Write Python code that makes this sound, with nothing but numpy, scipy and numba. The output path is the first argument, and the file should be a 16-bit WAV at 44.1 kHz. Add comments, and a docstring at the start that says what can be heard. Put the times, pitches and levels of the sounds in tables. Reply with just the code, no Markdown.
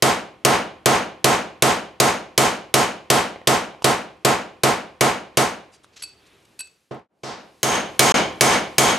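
"""Hammering a punch on a gear

A hammer drives a steel punch into a gear on a workshop bench; faint shop noise lies beneath.
Each blow is a short push that swings bench and room, plus a burst of noise and ringing steel for the crack.
Loose parts knock as decaying tones; the lifted punch scrapes as filtered noise and clinks as decaying tones,
among a light hammer touch and two ticks. Something is set down with a dull thud, made like a very soft blow.
A limiter holds the loud tails flat. The sound fades to silence and returns with harder blows and one tiny gap.
"""
import sys
import numpy as np
from scipy import signal
from scipy.fft import rfft, irfft, next_fast_len
from scipy.io import wavfile
from numba import njit

SR = 44100
rng = np.random.default_rng(int(sys.argv[2]) if len(sys.argv) > 2 else 0)


def generate_wav(signal):
    """Clip the signal to [-1, 1] and save it as 16-bit WAV at the path in sys.argv[1]."""
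    frames = np.transpose(np.atleast_2d(signal))
    scaled = np.clip(frames, -1, 1) * 32767
    pcm = np.round(scaled).astype(np.int16)
    wavfile.write(sys.argv[1], SR, pcm)


def attenuation_scalar(level_db):
    """Turn a level in dB into a linear amplitude multiplier (20 dB per decade)."""
    decades = np.asarray(level_db, float) / 20
    return 10 ** decades


N = 396018  # length in samples
SIDES = np.array([[1], [-1]])  # a side signal is added on the left and subtracted on the right

# shop noise: (frequency [Hz], relative level [dB])
AIR_COLOUR = [(18, -25), (30, -6.5), (70, 2.5), (245, -2.5), (384, 3), (512, -3), (2010, -11), (2540, -8.5),
              (4910, -22), (7270, -28.5), (16000, -44)]
# stereo width: (frequency [Hz], side minus middle [dB])
STEREO_WIDTH = [(60, -11), (110, -15.5), (200, -17), (380, -10.5), (700, -8), (1290, -5), (2380, -9),
                (4400, -6.5), (8120, -11), (15000, -21.5)]
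# colour of cracks, scrapes and hiss: (frequency [Hz], relative level [dB])
CRACK_COLOUR = [(300, -19), (1500, -1.5), (4000, 3.5), (9000, -1.5), (12000, -4), (16000, -27.5)]
# colour of the room's echo: (frequency [Hz], relative level [dB])
ROOM_COLOUR = [(18, -61), (30, -32.5), (118, -20.5), (229, -10.5), (291, -11.5), (399, -10), (547, -9.5),
               (676, -5), (1270, -7), (1570, -8), (5000, -4), (10200, -7), (11200, -18), (15200, -38.5),
               (16500, -75.5)]
# how long the room takes to fall 60 dB: (frequency [Hz], time [s])
ROOM_DECAY = [(40, 0.65), (160, 0.54), (420, 0.49), (1100, 0.41), (3000, 0.43), (8000, 0.28), (16000, 0.22)]
# how slowly the room's echo builds up: (frequency [Hz], time constant [s])
ROOM_BUILD_UP = [(100, 0.01), (400, 0.016), (800, 0.011), (2000, 0.0037), (8000, 0.0038)]
# hammer blows, and at 6.909 s the dull thud of something set down:
# (time [s], thump strength [dB], hardness = crack over thump [dB])
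BLOWS_AND_THUD = [(0.0225, -2.5, 2.5), (.449, 0.5, 0.8), (.858, 0.5, 0.5), (1.243, -0.25, 1.5),
                  (1.6222, -1.5, 2.5), (2.0002, -1.5, 3), (2.3773, -1.5, 4), (2.740, -2.5, 3.5),
                  (3.101, -2, 3), (3.472, -3.5, 2), (3.843, -4.5, 1.5), (4.248, -4, -0.7),
                  (4.6341, -4.5, -1), (5.0083, -4, -1), (5.371, -6.5, 2.5), (6.909, -4.5, -26.5),
                  (7.233, -4.4, -5), (7.630, 5, 4), (7.993, 14, 6.5), (8.409, 6.5, 5.5), (8.782, 4.5, 6)]
# ringing of the gear under a blow: (frequency [Hz], relative level [dB], time to fall 60 dB [s])
GEAR_MODES = [(2249, 1.5, 0.12), (3084, 1, 0.022), (6490, 2, .13), (7430, -10, 0.059), (10000, -9, 0.087),
              (9660, -8.5, 0.13), (12370, -5, .06), (1715, -6, .08)]
# ringing of bench and gear body: (frequency [Hz], relative level [dB], time to fall 60 dB if left free [s])
BENCH_MODES = [(131.1, -27.5, 0.21), (223.6, -35.5, .4), (343.5, -29.5, 0.27), (412.2, -26, 0.25),
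               (458.3, -32.5, 0.23), (495.6, -32.5, 0.23), (587, -32.5, 0.31), (662.9, -33, 0.44),
               (737.6, -35, 0.43), (780, -36.5, 0.58), (871, -37, 0.33), (992, -37, 0.41),
               (1060, -37, 0.77), (1159, -35, 0.57), (1280, -35, 0.51), (1389, -36, 0.3)]
# knocks of loose parts on the bench: (time [s], level of the main tone [dB], pitch [Hz])
LOOSE_KNOCKS = [(2.145, -17, 708), (3.36, -19, 706), (3.416, -25, 656), (3.748, -25.5, 800),
                (3.822, -16, 970), (5.845, -31.5, 1286), (6.593, -41, 210)]
# scrapes of the punch, with a light hammer touch at 3.819 s and short ticks at 6.944 and 6.993 s:
# (time [s], noise level [dB], contact [s], dull above [Hz])
SCRAPES_AND_TICKS = [(3.819, -36, 0.014, 12000), (5.71, -47, .071, 9000), (5.827, -47.5, 0.034, 9000),
                     (5.915, -53, 0.053, 6000), (5.955, -37, .035, 7000), (5.975, -40.5, 0.055, 6000),
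                     (6.073, -53, 0.0078, 7000), (6.1, -51, .4, 3480), (6.255, -52, .032, 8950),
                     (6.448, -49, 0.014, 10000), (6.671, -37, 0.0065, 10000), (6.944, -29, .0047, 14000),
                     (6.993, -34, .0048, 12100)]
# the loose punch tapping the gear: (time [s], ring level [dB], contact [s])
PUNCH_CLINKS = [(6.018, -23.5, .013), (6.031, -23, .012), (6.59, -19, 0.0054), (6.596, -17.5, 0.019)]
# ringing of the loosely held punch: (frequency [Hz], relative level [dB], time to fall 60 dB [s])
PUNCH_MODES = [(1550, -26, .12), (2595, -11, .14), (4080, -16, .07), (4533, -7, .08), (4582, -7, .07),
               (8050, -1, .055), (11140, -1, .045), (13300, -22, .03)]


def along(table, hz):
    """Reads a (frequency, value) table on a log-frequency axis."""
    f, v = np.transpose(table)
    return np.interp(np.log(np.maximum(hz, 1)), np.log(f), v)


def colour(x, table):
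    """Makes each frequency louder or softer by a (frequency [Hz], level [dB]) table."""
    hz = np.fft.rfftfreq(x.shape[-1], 1 / SR)
    return irfft(rfft(x) * attenuation_scalar(along(table, hz)), x.shape[-1])


def unit(x):
    """Scales a sound to a total energy of 1."""
    return x / np.sqrt(np.sum(x ** 2))


def fade(t, t60):
    """Dies away evenly, by 60 dB in t60 seconds."""
    return np.exp(-np.log(1000) * t / t60)


def even(noise, shape):
    """A noise burst of that power shape in time, with every frequency about equally strong."""
    for _ in range(8):
        spectrum = rfft(noise * shape)
        noise = irfft(spectrum / abs(spectrum), len(shape))
    return noise * np.sqrt(shape)


def rings(modes, scatter_db, size=SR // 4):
    """Struck metal as a sum of decaying tones, each with random phase and slightly random strength."""
    hz, db, t60 = np.transpose(modes)[:, :, None]
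    t = np.arange(size) / SR
    chance = rng.standard_normal((2, len(modes), 1))
    strength = attenuation_scalar(db + scatter_db * chance[0])
    tones = np.sin(2 * np.pi * hz * t + 3 * chance[1])
    return np.sum(strength * tones * fade(t, np.maximum(t60, .004)), axis=0)


def add(out, s, x):
    """Mixes x into out, starting at s seconds."""
    i = int(s * SR)
    out[..., i:i + x.shape[-1]] += x[..., :N - i]


def spread(x, answer):
    """Sends a mono sound through a stereo answer: every sample starts its own copy of that answer."""
    return signal.fftconvolve(x[None], answer, axes=1)[:, :N]


def shop_air():
    """Distant noise whose level wanders slowly at random, and a thin bright hiss that grows."""
    mid, side = colour(rng.standard_normal((2, next_fast_len(N))), AIR_COLOUR)
    knots = np.arange(0, N, 8000)
    swell_db = 1.2 * np.interp(np.arange(N), knots, rng.standard_normal(len(knots)))
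    stereo = (mid + colour(side, STEREO_WIDTH) * SIDES)[:, :N]
    hiss_db = np.interp(np.arange(N) / SR, (5.8, 6.87), (-69, -53))  # (times [s]), (levels before colouring)
    hiss = attenuation_scalar(hiss_db) * colour(rng.standard_normal(len(mid)), CRACK_COLOUR)[:N]
    return attenuation_scalar(-56.5 + swell_db) * stereo / np.std(mid) + hiss


def room():
    """The shop's answer to a click: half-octave noise bands that build up, then die at their own rates."""
    t = np.arange(SR) / SR
    hz = np.fft.rfftfreq(SR, 1 / SR)
    noise = rfft(rng.standard_normal((2, SR)))
    answer = 0
    for centre in 30 * 2 ** np.arange(0, 9.5, .5):
        share = np.clip(1 - 2 * abs(np.log2(np.maximum(hz, 1) / centre)), 0, 1)  # triangular band
        t60 = along(ROOM_DECAY, centre)
        decay = fade(t, t60) + attenuation_scalar(-43) * fade(t, 1.3 * t60)  # far corners linger
        shape = (1 - np.exp(-t / along(ROOM_BUILD_UP, centre))) * decay
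        bands = irfft(noise * share, SR) * shape
        energy = np.sum(bands ** 2, axis=1, keepdims=True)
        bands *= np.sqrt(centre * np.sum(shape ** 2) / energy)  # even energy per Hz
        mid, side = bands * attenuation_scalar(along(ROOM_COLOUR, centre))
        answer = answer + mid + attenuation_scalar(along(STEREO_WIDTH, centre)) * side * SIDES
    return unit(answer)


def bench():
    """The heavy bench swings in slowly and rings, until the gear that jumped settles and chokes it."""
    t = np.arange(SR // 2) / SR
    free = 1 - .85 / (1 + np.exp((.1 - t) / 0.0028))  # choked around 0.1 s after the blow
    swing = 1 - np.exp(-t / 0.0034)
    mid, side = (unit(free * swing * rings(BENCH_MODES, scatter_db=0.06, size=SR // 2)) for _ in range(2))
    return mid + attenuation_scalar(-8) * side * SIDES


def blows_and_thud(walls):
    """A push swings bench and room, with a fresh crack of steel on steel; the thud is nearly all push."""
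    push, clack, near = np.zeros((3, N))  # into the bench, into the air of the room, heard directly
    t = np.arange(SR // 10) / SR
    rise = 1 - np.exp(-t / 0.0012)
    for s, thump_db, hardness_db in BLOWS_AND_THUD:
        crack_db = thump_db + hardness_db
        # the punch stands on a loose rivet, from 7.1 s on solid steel, where the gear rings more
        ring_db = crack_db + (-15.5 if s < 7.1 else -9.5)
        softness_db = min(hardness_db, 0)  # a softer contact pushes longer and cracks duller
        contact_hz = 1500 * attenuation_scalar(0.26 * softness_db)
        top_hz = 18000 * attenuation_scalar(2.2 * softness_db)
        dull = [(top_hz, 0), (3 * top_hz, -25)]
        add(push, s, attenuation_scalar(thump_db) * unit(t * np.exp(-t * 2 * np.pi * contact_hz)))

        grit = rng.standard_normal((2, len(t)))
        burst = colour(even(grit[0], fade(t, .2)), dull)[:SR // 20]
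        add(clack, s, attenuation_scalar(crack_db) * unit(np.diff(burst)))  # the difference brightens it
        crack = colour(colour(grit[1], dull), CRACK_COLOUR) * fade(t, 0.054) * rise
        add(near, s, attenuation_scalar(crack_db + 4.0) * crack)

        ring = attenuation_scalar(ring_db) * colour(rings(GEAR_MODES, scatter_db=2.5), dull)[:SR // 5]
        add(near, s + 0.00072, ring)
        add(clack, s, attenuation_scalar(-21) * ring[:len(t)] * fade(t, .02))  # the room hears mostly the first clang
    below = attenuation_scalar(30.5) * room()
    add(below, 0, attenuation_scalar(16.0) * bench())
    return near + spread(push, below) + attenuation_scalar(27.5) * spread(clack, walls)


def loose_parts():
    """Loose parts knock the bench: a tone and a weaker one 2.9 times higher, both dying quickly."""
    out = np.zeros(N)
    t = np.arange(SR // 10) / SR
    for s, level_db, hz in LOOSE_KNOCKS:
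        knock = np.sin(2 * np.pi * hz * t) + 0.34 * np.sin(2 * np.pi * 2.9 * hz * t)
        add(out, s, attenuation_scalar(level_db) * knock * fade(t, 7 / hz))
    return out


def light_touches():
    """Scrapes, ticks and clinks: gritty noise under swelling pressure, with a ring that clinks have most of."""
    out = np.zeros(N)
    choked = [(hz, db, t60 / 8) for hz, db, t60 in PUNCH_MODES]  # pressed on the gear it hardly rings
    # all kinds of touch: (time, ring level, noise level, contact, dull above)
    touches = [(s, db - 16.5, db, contact_s, hz) for s, db, contact_s, hz in SCRAPES_AND_TICKS]
    touches += [(s, db, db - 6, contact_s, 9000) for s, db, contact_s in PUNCH_CLINKS]
    for s, ring_db, noise_db, contact_s, top_hz in touches:
        pressure = np.hanning(int(contact_s * SR))
        grit = colour(rng.standard_normal(SR // 2), [(top_hz, 0), (2 * top_hz, -20)])
        rub = colour(grit, CRACK_COLOUR)[:len(pressure)] * pressure
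        add(out, s, attenuation_scalar(noise_db) * rub)
        pressed_ring = rings(choked, scatter_db=3.0, size=SR // 20)
        stirred = signal.fftconvolve(grit[:len(pressure)] * pressure, pressed_ring)
        add(out, s, attenuation_scalar(noise_db - 26.5) * stirred)
        ring = rings(PUNCH_MODES, scatter_db=1.5)
        rise = 1 - np.exp(-np.arange(len(ring)) / SR / 0.00087)
        add(out, s + contact_s / 2, attenuation_scalar(ring_db) * ring * rise)
    return out


def scene():
    """Bright sounds reach the walls through the air, the thump through the bench; shop noise is added."""
    walls = room()
    small = loose_parts() + light_touches()
    return shop_air() + blows_and_thud(walls) + small + attenuation_scalar(-10.5) * spread(small, walls)


@njit
def follow(x, attack, release):
    """Follows a level, moving a fixed share of the way per sample, one share up and another down."""
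    e, out = 1e-6, np.empty(len(x))
    for i in range(len(x)):
        e += (x[i] - e) * (attack if x[i] > e else release)
        out[i] = e
    return out


def limiter(x):
    """Turns loud sound down to a nearly flat level; it reacts late, so each attack clips softly."""
    level = follow(abs(x).max(axis=0), 1 / (0.0027 * SR), 1 / (0.012 * SR))  # rise and fall times [s]
    held = x * np.minimum(1, attenuation_scalar(-7.5) / level) ** 0.93
    return 0.78 * np.tanh(held / 0.87)


def fades_and_gap():
    """The level over time: a fade to silence, a fade back in, and one very short silent gap."""
    t = np.arange(N) / SR
    fade_out_s, silent_s, full_s = 6.34, 7.083, 7.99
    falling = np.clip((silent_s - t) / (silent_s - fade_out_s), 0, 1) ** 1.315
    rising = np.clip((t - silent_s) / (full_s - silent_s), 0, 1) ** 1.24
    gap_start_s, gap_end_s, edge_s = 8.122, 8.1415, .002
    gap = np.clip(np.maximum(gap_start_s - t, t - gap_end_s) / edge_s, 0, 1)
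    return np.where(t < silent_s, falling, rising) * gap


def top_cut(x):
    """Nothing passes above the cut-off."""
    return signal.sosfilt(signal.butter(12, 16870, fs=SR, output="sos"), x)


def record(dry):
    """Small microphones lose the deep bass; then come limiter, treble cut, fades and gap."""
    thin = signal.sosfilt(signal.butter(2, 50, "highpass", fs=SR, output="sos"), dry)
    held = limiter(thin)
    cut = signal.sosfilt(signal.ellip(6, .3, 40, 16100, fs=SR, output="sos"), held)  # low-pass [Hz]
    mix = cut * attenuation_scalar(-2) * fades_and_gap()
    return top_cut(mix)


dry = scene()
out = record(dry)
generate_wav(out)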